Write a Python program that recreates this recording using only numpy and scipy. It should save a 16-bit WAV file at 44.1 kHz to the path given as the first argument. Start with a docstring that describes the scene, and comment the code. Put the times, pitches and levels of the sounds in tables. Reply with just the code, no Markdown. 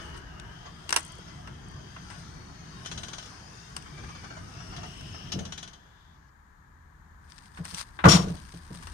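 """At the back of a truck, a tail lift sinks. Oil throttled by the valve hisses; friction on the runners
makes the platform rumble, judder and squeal; impacts excite the modes of a loose latch and pin.
The carriage meets its end stop and the platform lands with a boom. A boot crushes grit, then a steel
flap slams and rings in its bending modes. Behind it all lie a low boom and a roar: far traffic, plus
the low rumble left after the slam."""
import sys
import numpy as np
from scipy import signal
from scipy.fft import rfft, irfft, next_fast_len
from scipy.io import wavfile
from scipy.ndimage import uniform_filter1d, map_coordinates

SR = 44100
rng = np.random.default_rng(int(sys.argv[2]) if len(sys.argv) > 2 else 0)


def log_audio(samples):
    """Write samples as a 16-bit WAV file to the path given in sys.argv[1]."""
    # one column per channel
    frames = np.atleast_2d(samples).T
    # limit to full scale, then quantise
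    limited = np.clip(frames, -1, 1)
    pcm = np.round(limited * 32767).astype(np.int16)
    wavfile.write(sys.argv[1], SR, pcm)


N = 393813

# the sinking lift: t/s, deck rumble/dB, carriage drone/dB, oil flow/dB
DESCENT = [(0, -48.5, -48.5, -52), (.21, -51.5, -54, -61), (.75, -48.5, -56, -58.5),
           (1.0, -51.5, -56.5, -54.5), (1.3, -50, -57, -57), (1.7, -47.5, -58, -60.5),
           (2.14, -47.5, -56, -55.5), (2.58, -51.5, -58, -58.5), (2.95, -48.5, -54, -52.5),
           (3.4, -52.5, -56.5, -55.5), (4.1, -46, -59, -54.5), (4.65, -47, -55, -55),
           (4.93, -44.5, -56, -53.5), (5.4, -48.5, -59.5, -57), (5.62, -53.5, -61.5, -58.5),
           (5.93, -64, -69.5, -72.5), (6.3, -63, -88, -76)]
# noise spectra of the deck, the carriage and the oil's two bands: f/Hz, level/dB
RUMBLE_SPECTRUM = [(15, -54), (30, -7), (75, -1.5), (129, -1.5), (162, 0), (216, -9.5), (314, -13.5),
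                   (384, -16), (500, -24.5), (650, -56.5), (1100, -120)]
DRONE_SPECTRUM = [(180, -17.5), (300, -3), (393, 0.5), (555, -6.5), (618, 1), (1090, -0.5), (1530, 0.5),
                  (2190, -9.5), (2600, -26.5), (3380, -44), (5720, -120)]
HISS_SPECTRUM = [(1180, -41.5), (2000, -5), (3020, 0.5), (4020, -5.5), (4970, -1), (5720, -2.5), (6430, -3),
                 (7600, -18.5), (9880, -48), (16700, -120)]
FIZZ_SPECTRUM = [(4470, -39), (7600, -14), (7940, 0), (8990, 2.5), (10300, -10.5), (10800, -27.5),
                 (11600, -25.5), (14300, -13), (16000, -32)]
# the platform judders on its runners: t/s, level/dB
JUDDERS = [(0.14, -46), (0.658, -43.5), (1.283, -50.5), (3.862, -47), (3.981, -46), (4.038, -47),
           (4.092, -45.5), (4.152, -43.5), (4.24, -41.5), (4.307, -44), (4.369, -44), (4.601, -50),
           (4.726, -45), (4.779, -48), (4.835, -43), (5.145, -47.5)]
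# the runners squeal: start/s, end/s, start f/Hz, end f/Hz, bandwidth/Hz, level/dB
SQUEAL_BANDS = [(-.2, .24, 3020, 2980, 92, -54.5), (.17, .42, 2950, 2800, 110, -60.5),
                (-.1, 0.64, 1400, 1800, 88, -61.5), (.36, 0.74, 2880, 3170, 140, -58.5),
                (.66, 1.3, 3150, 3300, 120, -61), (1, 2.2, 3130, 3250, 140, -64),
                (1.4, 2.4, 1822, 1750, 52, -66), (1.6, 2.28, 4800, 4900, 110, -66.5),
                (2.25, 2.85, 4330, 4480, 120, -67), (1.5, 2.85, 6150, 6080, 120, -68),
                (3, 4.6, 1700, 1700, 210, -64), (3.88, 4.42, 2310, 2300, 26, -60),
                (4.4, 5.55, 2730, 2850, 100, -59), (4.8, 5.4, 2950, 3130, 170, -54.5),
                (4.4, 5.45, 5540, 5540, 50, -60), (3.25, 4.4, 4950, 4850, 100, -67.5),
                (4.4, 5.35, 5050, 5150, 59, -64), (5.6, 6.22, 3330, 3500, 290, -69.5)]
# loose steel parts knock: t/s, latch level/dB, frame level/dB, jangle T60/s, left minus right/dB
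LATCH_KNOCKS = [(0.892, -19, -37, 0.041, 7.5), (0.9053, -16.5, -35, 0.046, -4),
                (0.9255, -8, -22.5, 0.045, 1.2), (0.941, -20, -37.5, 0.076, -12),
                (0.962, -2, -23, 0.057, -5.5), (0.9714, -20, -38.5, 0.14, -3),
                (1.473, -36.5, -43.5, 0.085, -1), (1.963, -49, -43.5, 0.099, -3),
                (2.101, -36.5, -47.5, 0.28, 5.5), (3.7648, -20, -40.5, 0.073, 0),
                (3.823, -39.5, -61, .065, 5), (5.009, -37, -48, .065, -2), (5.145, -45, -47, 0.053, -5),
                (7.5722, -45, -42.5, .1, -3), (7.652, -23.5, -38, 0.042, -1.2),
                (7.745, -19.5, -44, .035, 1.5), (7.989, -49, -36, 0.13, 2), (8.04, -37, -19, 0.13, -1),
                (8.825, -43, -49, 0.081, 4), (8.87, -32, -45.5, 0.099, 0.5)]
# resonances of the latch and the frame: f/Hz, bandwidth/Hz, level/dB
LATCH_MODES = [(2820, 170, 2), (4930, 780, -1), (5240, 160, 0), (5770, 89, 3.5), (6200, 140, -17),
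               (7300, 500, -2.5), (8510, 430, 1), (8260, 200, -6.5), (9750, 490, -6)]
FRAME_MODES = [(851, 24, 3.5), (1130, 40, -6.5), (1340, 90, 0), (1510, 60, 0), (1930, 90, -7.5),
               (2480, 150, -7), (2825, 90, -6.5)]
# the frame's dull clonk and the pin's bright clack: f/Hz, level/dB
CLONK_SPECTRUM = [(180, -29.5), (300, -9), (494, -15), (1130, 0.5), (1230, -15), (1320, 0.5), (2800, -14),
                  (4000, -20.5), (5200, -48), (8800, -120)]
CLACK_SPECTRUM = [(590, -25), (1000, -5), (2250, -4), (3380, 2.5), (5310, -9), (5830, 0), (7620, -14),
                  (9170, -8), (10900, -28.5), (16000, -35)]
# a loose pin chatters in its hole: t/s, level/dB
PIN_BOUNCES = [(2.848, -39), (2.8584, -30.5), (2.9138, -29.5), (2.9757, -30.5), (3.032, -30.5),
               (3.083, -34.5), (3.132, -31.5), (3.1818, -32), (3.225, -40), (3.258, -43), (4.7638, -35.5),
               (4.8313, -41), (5.3194, -27), (5.389, -32.5), (5.451, -35), (5.5213, -31), (5.577, -31),
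               (5.6277, -33), (5.675, -39.5), (5.7322, -43.5), (8.282, -40.5), (8.368, -45), (8.54, -48)]
# its free vibrations: f/Hz, level/dB, T60/s
PIN_MODES = [(1480, 2, 0.16), (1763, -0.5, 0.16), (3050, 4.5, 0.19), (3320, 4, 0.13), (3450, 0, 0.12),
             (3960, 2, 0.15), (4790, -0.5, 0.14), (5730, 2, 0.16), (6360, -1, 0.17), (6560, -1, 0.15),
             (6700, -3, 0.11), (9300, -15, .06)]
# weight lands on the platform: t/s, level/dB, contact time/s
DECK_BLOWS = [(1.187, -42.5, 0.002), (5.334, -22.5, .004), (5.356, -23, 0.003), (5.377, -24, 0.0049),
              (5.404, -23.5, 0.0055), (5.462, -29, 0.0055), (7.589, -29, 0.005), (7.601, -35, 0.006),
              (7.662, -38, 0.0058), (7.725, -30.5, 0.0052), (8.041, -8, 0.0035), (8.056, -5.5, 0.00342),
              (8.066, -6.5, 0.003), (8.077, -10, 0.0027), (8.109, -18, 0.0032), (8.133, -10, 0.00425),
              (8.148, -15.5, 0.0033), (8.198, -25.5, 0.0025), (8.24, -23, 0.0033), (8.269, -24.5, 0.0028),
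              (8.3, -27, 0.0031), (8.34, -32, 0.0038), (8.537, -31.5, 0.0039), (8.704, -30.5, 0.0036),
              (8.74, -35.5, 0.0041), (8.8, -43, 0.0046)]
# resonances of the deck, the end stop and the flap's panel: f/Hz, bandwidth/Hz, level/dB
DECK_MODES = [(84, 12.4, -6), (118, 20, -12), (143.4, 12.7, -4.5), (165.3, 9, 1), (182.8, 14.2, -1.5),
              (255.7, 17, -8), (298, 16.6, -6), (342.7, 12, -2.5), (449, 42, 0), (670, 143, -3)]
STOP_MODES = [(2840, 180, -2.5), (3050, 56, -2), (4600, 140, -5), (5360, 160, -0.5), (5940, 270, -8)]
PANEL_MODES = [(450, 26, 1), (563, 53, -5), (672, 60, -3), (875, 92, -4), (1012, 66, 0), (1113, 34, 1.5),
               (1188, 43, 1.5), (1440, 100, -4.5), (2030, 210, -16.5)]
# the flap hits and rebounds: start/s, attack/s, level/dB, hold/s, sag/(dB/s), release/(dB/s)
BODY_SWELLS = [(8.037, 0.0043, -25, 0.016, 98, 450), (8.048, 0.0084, -12.5, 0.0053, 300, 600),
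               (8.074, 0.0033, -24, 0.0067, 200, 500), (8.09, 0.019, -32, 0.058, 7, 189)]
CLATTER_SWELLS = [(8.081, 0.0083, -23.5, 0.066, 30, 800), (8.159, 0.0074, -39.5, 0.071, 101, 300)]
RING_SWELLS = [(8.082, 0.0043, -18.5, 0.034, 150, 500), (8.095, 0.026, -19.5, 0.038, 150, 900),
               (8.172, 0.011, -35, 0.051, 200, 700)]
# the flap's broad clatter and its thin, high modes: f/Hz, level/dB
SHEET_SPECTRUM = [(1180, -16), (2000, -11.5), (3040, -7.5), (5300, -12.5), (5730, -7), (6090, -13.5),
                  (6820, -13), (7640, -17.5), (8630, -14), (10500, -23.5), (10900, -61), (12000, -26),
                  (16000, -48)]
FLAP_MODES = [(5568, -1.5), (6794, -12), (6600, -18), (6340, -21), (3080, -17), (3388, -17), (4905, -18),
              (5040, -19), (4656, -21), (8340, -22)]
# a boot scuffs: start/s, attack/s, level/dB, hold/s, sag/(dB/s), release/(dB/s)
SCUFF_SWELLS = [(.1, 0.072, -53.5, .005, 11.5, 600), (2.1, 0.091, -60, .01, 10, 400),
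                (7.195, 0.11, -61, .25, 24.5, 31), (7.535, .03, -64, 0.061, 10, 300),
                (7.637, 0.014, -50.5, 0.099, -30, 300), (7.739, 0.039, -41, 0.04, 32, 899),
                (7.846, .02, -68, 0.2, 6, 50), (8.196, 0.091, -57, 0.33, 6, 46),
                (8.676, 0.076, -57, .04, 22, 202), (8.814, .015, -56.5, 0.097, 10, 100)]
# spectra of crushed grit and of dry clicks: f/Hz, level/dB
GRIT_SPECTRUM = [(350, -39), (600, -11.5), (717, -20), (944, -1.5), (1550, -7), (4160, -8.5), (4780, -6),
                 (7410, -15.5), (8620, -3.5), (11700, -22), (14500, -28), (16000, -39)]
CRACK_SPECTRUM = [(700, -30), (1400, 3), (3000, -1), (6800, -1), (9000, -0.5), (12000, -27)]
# dry clicks, ticks of a tiny part and pings of a small plate: t/s, level/dB
CRACK_HITS = [(.398, -34), (7.299, -56), (7.3205, -40.5), (7.3806, -43), (7.386, -40.5), (7.457, -47),
              (7.548, -49), (7.685, -45), (7.7725, -43), (7.783, -41), (7.795, -34), (7.808, -32),
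              (7.826, -39)]
TICK_HITS = [(0.9864, -37.5), (0.995, -34.5), (1.0044, -38), (1.0296, -40), (1.049, -35.5), (1.063, -43),
             (1.0804, -47), (1.121, -42.5), (1.153, -46), (1.1837, -48), (1.6844, -50.5), (1.714, -52),
             (4.9761, -48.5)]
PING_HITS = [(.398, -44), (1.474, -41), (1.963, -47)]
# resonances of the tiny part: f/Hz, bandwidth/Hz, level/dB
TICK_MODES = [(6900, 500, -9), (8280, 500, 0), (9640, 700, -5)]
# background: far traffic, plus the low rumble left after the slam: t/s, boom/dB, roar/dB
BACKGROUND_LEVELS = [(.25, -46.5, -62.5), (.9, -58, -63), (5.8, -60, -63.5), (6.8, -56.5, -64.5),
                     (7.45, -53.5, -61), (7.75, -55, -58.5), (8, -50, -60.5), (8.3, -39.5, -59.5),
                     (8.55, -53, -60), (8.93, -45.5, -57)]
# spectra of the boom and the roar: f/Hz, level/dB
BOOM_SPECTRUM = [(13, -44.5), (25, -20), (33, -7), (70, -6), (82, -1.5), (92, -16), (129, -11.5),
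                 (150, -14.5), (450, -30.5), (580, -73), (990, -120)]
ROAR_SPECTRUM = [(260, -49), (450, -11), (580, -11), (664, -10), (818, -3), (950, 2), (1420, -4), (1680, 0),
                 (2620, -27.5), (5380, -28.5), (6930, -21), (10200, -30), (12600, -28.5), (16000, -39.5)]
# likeness of the left and right channels: f/Hz, correlation/1
COHERENCE = [(60, 0.94), (200, 0.89), (450, 0.07), (1200, 0.067), (1800, 0.048), (4000, 0.048),
             (9500, 0.12), (10500, 0.87), (12500, 0.67)]
# balance of sound from the lift's side and from the road's: f/Hz, left minus right/dB
LIFT_BALANCE = [(60, 2), (200, .5), (700, -2.5), (1290, 4.5), (2380, 4), (4400, 11), (8120, 12),
                (10000, -6), (15000, 2)]
ROAD_BALANCE = [(60, 2.5), (240, -0.5), (950, 2.5), (3770, 21.5), (10000, 1.5)]
# the left microphone hears later: f/Hz, left phase lead/cycles
PHASE_LEAD = [(0, 0), (260, -.015), (600, -.28), (10500, -4.5), (11300, -4.5), (12300, -5), (22050, -5)]
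# a dip in the microphones' response: f/Hz, gain/dB
MIC_DIP = [(7000, 0.5), (7450, -2), (7650, -15.5), (7850, -0.5), (8200, 0)]


def lift():
    """Turbulence in the valve makes the oil hiss; sliding friction shakes the deck and the carriage."""
    rumble_db, drone_db, flow_db = curves(DESCENT, outside=-120)
    shake = wobble(14)
    jolts = blows([(s - .004, db) for s, db in JUDDERS], t60=.11, rise=.0061)
    rumble = amp(rumble_db + 1.9 * shake + 1.4 * wobble(2.6)) * noise(spectrum(RUMBLE_SPECTRUM))
    drone = (amp(drone_db + .66 * shake) + jolts) * noise(spectrum(DRONE_SPECTRUM), streak_db=4)
    hiss_gain = amp(flow_db - 2.5 + .85 * wobble(6.1)) + amp(-9.5) * jolts
    hiss = hiss_gain * noise(spectrum(HISS_SPECTRUM), streak_db=3.6, streak_frames=15)
    fizz_db = -67.5 + 1.8 * (flow_db + 54.5) + .8 * wobble(15)  # swings wider than the flow
    sizzle = swell(start=1.35, attack=0, db=-95, hold=0, sag=0, release=60)
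    fizz = (amp(fizz_db) + sizzle) * noise(spectrum(FIZZ_SPECTRUM), streak_db=3)
    return rumble + drone + hiss + fizz


def runner_squeals():
    """Friction excites narrow bands: low-passed noise modulates a gliding, wavering carrier."""
    out = np.zeros((2, N))
    for start, end, start_hz, end_hz, width_hz, db in SQUEAL_BANDS:
        n, first = round((end - start) * SR), round(start * SR)
        pole = np.exp(-np.pi * width_hz / SR)
        slow = signal.lfilter([1], [1, -pole], rng.standard_normal((3, 2, n)))
        drift = slow[0] + 1.2 * slow[1:]  # a shared part plus one for each channel
        hz = np.linspace(start_hz, end_hz, n) * (1 + .009 * wobble(14, n))
        phase = 2 * np.pi * np.cumsum(hz) / SR
        band = unit_rms(drift[:, 0] * np.cos(phase) + drift[:, 1] * np.sin(phase))
        squeal = band * signal.windows.tukey(n, .35) * amp(db + 1.1 * wobble(12, n))
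        out[:, max(first, 0):first + n] += squeal[:, max(-first, 0):]
    return from_lift(out)


def latch_knocks():
    """Impact excitation: each contact rings the latch and the frame, then dies away as a jangle."""
    def steel(hz):
        contact = 1 / (1 + 1j * hz / 9000 - (hz / 10000) ** 2) ** 3  # finite contact cuts the top treble
        return contact * (modes(LATCH_MODES)(hz) + modes([(4500, 9000, -8.5)])(hz))

    times, latch_db, frame_db, t60, balance_db = np.transpose(LATCH_KNOCKS)
    sides_db = np.outer(balance_db, [.5, -.5])
    latch = list(zip(times, latch_db[:, None] + sides_db))
    frame = list(zip(times, frame_db[:, None] + sides_db))
    snap = amp(22) * blows(latch, t60=.005, rise=.0036) * rng.standard_normal(N)
    tap = amp(23) * blows(frame, t60=.005, rise=.003) * rng.standard_normal(N)
    ring = from_lift(filtered(snap, steel) + filtered(tap, modes(FRAME_MODES)))
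    jangle = amp(-19.5) * blows(latch, t60, rise=.00044) * noise(steel)
    clonk = blows(frame, 1.08 * t60, rise=.00083) * noise(spectrum(CLONK_SPECTRUM))
    return ring + jangle + clonk


def pin_rattle():
    """Damped free vibration: each bounce rings the pin's modes at new strengths, over a brief jangle."""
    ring, t = np.zeros((2, N)), np.arange(SR // 5) / SR
    hz, mode_db, t60 = np.transpose(PIN_MODES)[..., None]
    onset = 1 - np.exp(-t / .001)
    for s, db in PIN_BOUNCES:
        scatter = rng.standard_normal((4, len(PIN_MODES), 1))  # level, pitch, left and right phase
        decay = amp(mode_db + 2.5 * scatter[0] - 60 * t / t60)
        phase = 2 * np.pi * hz * (1 + .004 * scatter[1]) * t + 1.12 * scatter[2:]
        ring[:, round(s * SR):][:, :len(t)] += amp(db - 20) * onset * (decay * np.sin(phase)).sum(1)
    clack = noise(spectrum(CLACK_SPECTRUM)) + amp(-6) * noise(spectrum(DRONE_SPECTRUM))
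    return from_lift(ring) + amp(-9) * blows(PIN_BOUNCES, t60=.1, rise=.00067) * clack


def deck_thuds():
    """Force pulses drive the deck's modes; the shorter the contact, the higher its spectrum reaches."""
    force = np.zeros(N + SR)
    for s, db, contact_s in DECK_BLOWS:
        pulse = np.hanning(round(contact_s * SR))
        force[round(s * SR):][:len(pulse)] += amp(db + 48) * pulse / pulse.sum()
    boom = from_lift(filtered(force[:N], modes(DECK_MODES)))
    shudder = noise(modes(DECK_MODES[1:5])) + amp(-14.5) * noise(modes(DECK_MODES[7:]))
    return boom + amp(-13) * blows(DECK_BLOWS, t60=.26, rise=.00092) * shudder


def flap_slam():
    """Plate vibration: the flap bounces shut with a boxy body, sheet clatter and thin ringing modes."""
    first = round(RING_SWELLS[0][0] * SR)
    tones, t = np.zeros(N), np.arange(N - first) / SR
    for hz, db in FLAP_MODES:
        gain = amp(db + 1.5 * wobble(35, len(t)))
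        tones[first:] += gain * np.sin(2 * np.pi * hz * t + .4 * wobble(45, len(t)))
    body_gain = swells(BODY_SWELLS)
    sheet_gain = swells(CLATTER_SWELLS) + amp(-21) * body_gain
    clatter = sheet_gain * amp(1.86 * wobble(90)) * noise(spectrum(SHEET_SPECTRUM))
    body = body_gain * noise(modes(PANEL_MODES), ROAD_BALANCE)
    ring = swells(RING_SWELLS) * amp([[5], [-12]]) * tones  # louder on the left
    return body + clatter + ring


def end_stop():
    """The carriage strikes its stop: one clank decays exponentially in a few bright resonances."""
    return blows([(5.319, -31)], t60=.11, rise=.0015) * noise(modes(STOP_MODES))


def boot_scuffs():
    """Grit crushed under a sole: random amplitude modulation breaks noise into spiky grains."""
    grains = unit_rms(amp(4 * wobble(700) + 1.7 * wobble(40)))
    return swells(SCUFF_SWELLS) * grains * noise(spectrum(GRIT_SPECTRUM))


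def cracks():
    """Broadband transients a few milliseconds long are heard as dry clicks without pitch."""
    return blows(CRACK_HITS, t60=.013, rise=.00047) * noise(spectrum(CRACK_SPECTRUM), ROAD_BALANCE)


def ticks():
    """A tiny part has high, heavily damped resonances, so it only ticks."""
    return blows(TICK_HITS, t60=.017, rise=.0006) * noise(modes(TICK_MODES))


def plate_pings(hz=2800):
    """A small plate rings as a damped oscillator with a single mode."""
    tone = np.sin(2 * np.pi * hz * np.arange(N) / SR)
    return from_lift(blows(PING_HITS, t60=.028, rise=.00082) * tone)


def background():
    """Incoherent noise as a low boom and a roar: far traffic, plus the low rumble left after the slam."""
    boom_db, roar_db = curves(BACKGROUND_LEVELS)
    boom = amp(boom_db + .69 * wobble(4)) * noise(spectrum(BOOM_SPECTRUM), ROAD_BALANCE)
    roar = amp(roar_db + .21 * wobble(2.5)) * noise(spectrum(ROAR_SPECTRUM), ROAD_BALANCE)
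    return boom + roar


def amp(db):
    """Amplitude ratio of a level in decibels."""
    return 10 ** (np.asarray(db) / 20)


def unit_rms(x):
    """Normalisation to unit mean power."""
    return x / np.sqrt(np.mean(x ** 2) + 1e-20)


def on_log_axis(points, hz):
    """Interpolation of (f/Hz, value) points over log frequency."""
    f, values = np.transpose(points)
    return np.interp(np.log(hz + 1), np.log(f + 1), values)


def spectrum(points):
    """Magnitude response through (f/Hz, level/dB) points."""
    return lambda hz: amp(on_log_axis(points, hz))


def modes(table):
    """Modal superposition: second-order resonances summed with alternating signs."""
    return lambda f: sum((-1) ** k * amp(db) * 1j * f * width / (f0 ** 2 - f ** 2 + 1j * f * width)
                         for k, (f0, width, db) in enumerate(table))


def filtered(x, response):
    """Convolution as a product of spectra."""
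    size = next_fast_len(N + 8192)
    return irfft(rfft(x, size) * response(np.fft.rfftfreq(size, 1 / SR)), size)[..., :N]


def curves(rows, outside=None):
    """Linear interpolation in time of each column after the first."""
    times, *columns = np.transpose(rows)
    return [np.interp(np.arange(N) / SR, times, column, outside, outside) for column in columns]


def wobble(rate, n=N):
    """Smooth random modulation: a spline through `rate` Gaussian knots a second."""
    grid = np.arange(int(8 * n * rate / SR) + 2) / 8
    knots = rng.standard_normal(len(grid) // 8 + 4)
    return np.interp(np.arange(n) * rate / SR, grid, map_coordinates(knots, [grid]))


def blows(hits, t60, rise):
    """Exponential rise and decay (both in s) at each (t/s, level/dB); a level may be a stereo pair."""
    envelope, t = np.zeros((2, N + SR)), np.arange(SR // 5) / SR
    for (s, db, *_), decay_s in zip(hits, np.broadcast_to(t60, len(hits))):
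        blow = amp(-60 * t / decay_s) * (1 - np.exp(-t / rise))
        envelope[:, round(s * SR):][:, :len(t)] += np.outer(amp(db), blow)
    return envelope[:, :N]


def swell(start, attack, db, hold, sag, release):
    """Envelope in exponential segments: it climbs 30 dB, sags while held, then falls away."""
    envelope, first = np.zeros(N), round(start * SR)
    t = np.arange(min(SR, N - first)) / SR
    held_db = db - sag * hold
    times = [0, attack, attack + hold, attack + hold + 2]
    levels = [db - 30, db, held_db, held_db - 2 * release]
    envelope[first:first + len(t)] = amp(np.interp(t, times, levels))
    return envelope


def swells(rows):
    """Superposition of one swell for each row."""
    return sum(swell(*row) for row in rows)


def noise(response, balance=LIFT_BALANCE, streak_db=0, streak_frames=7):
    """Partly coherent stereo noise of unit mid rms; streaks are thin bands of random gain."""
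    size = next_fast_len(N, True)
    hz = np.fft.rfftfreq(size, 1 / SR)
    if streak_db:
        frames = signal.stft(rng.standard_normal((2, size)), nperseg=1024)[2]
        streaks = uniform_filter1d(rng.standard_normal(frames.shape[1:]), size=2, axis=0)
        streaks = unit_rms(uniform_filter1d(streaks, size=streak_frames, axis=1))
        bins = rfft(signal.istft(frames * amp(streak_db * streaks), nperseg=1024)[1], size)
    else:
        bins = rng.standard_normal((2, len(hz), 2)) @ [1, 1j]
    angle = np.arccos(on_log_axis(COHERENCE, hz)) / 2
    mid, side = bins * [np.cos(angle), np.sin(angle)]
    pair = irfft(response(hz) * mic_pair(hz, balance) * [mid + side, mid - side], size)[:, :N]
    return pair / np.std(pair.mean(0))


def mic_pair(hz, balance):
    """Differences of level and phase, split evenly between two microphones."""
    lead = np.interp(hz, *np.transpose(PHASE_LEAD))
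    left = amp(on_log_axis(balance, hz) / 2) * np.exp(1j * np.pi * lead)
    return np.array([left, 1 / left])


def from_lift(x):
    """Localisation: x takes on the level and phase differences of the lift's side."""
    return filtered(x, lambda hz: mic_pair(hz, LIFT_BALANCE))


def scene():
    """Linear superposition of all the sources."""
    machine = lift() + runner_squeals() + pin_rattle() + latch_knocks() + end_stop()
    small_sounds = ticks() + plate_pings() + cracks()
    return machine + small_sounds + deck_thuds() + flap_slam() + boot_scuffs() + background()


def record(dry, ceiling=.9, top_hz=15800):
    """Transduction: the microphones' dip, soft saturation of peaks and a steep band limit."""
    dipped = filtered(dry, spectrum(MIC_DIP))
    limited = dipped / (1 + np.abs(dipped / ceiling) ** 4) ** (1 / 4)
    return filtered(limited, lambda hz: 1 / (1 + (hz / top_hz) ** 120))


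dry = scene()
out = record(dry)
log_audio(out)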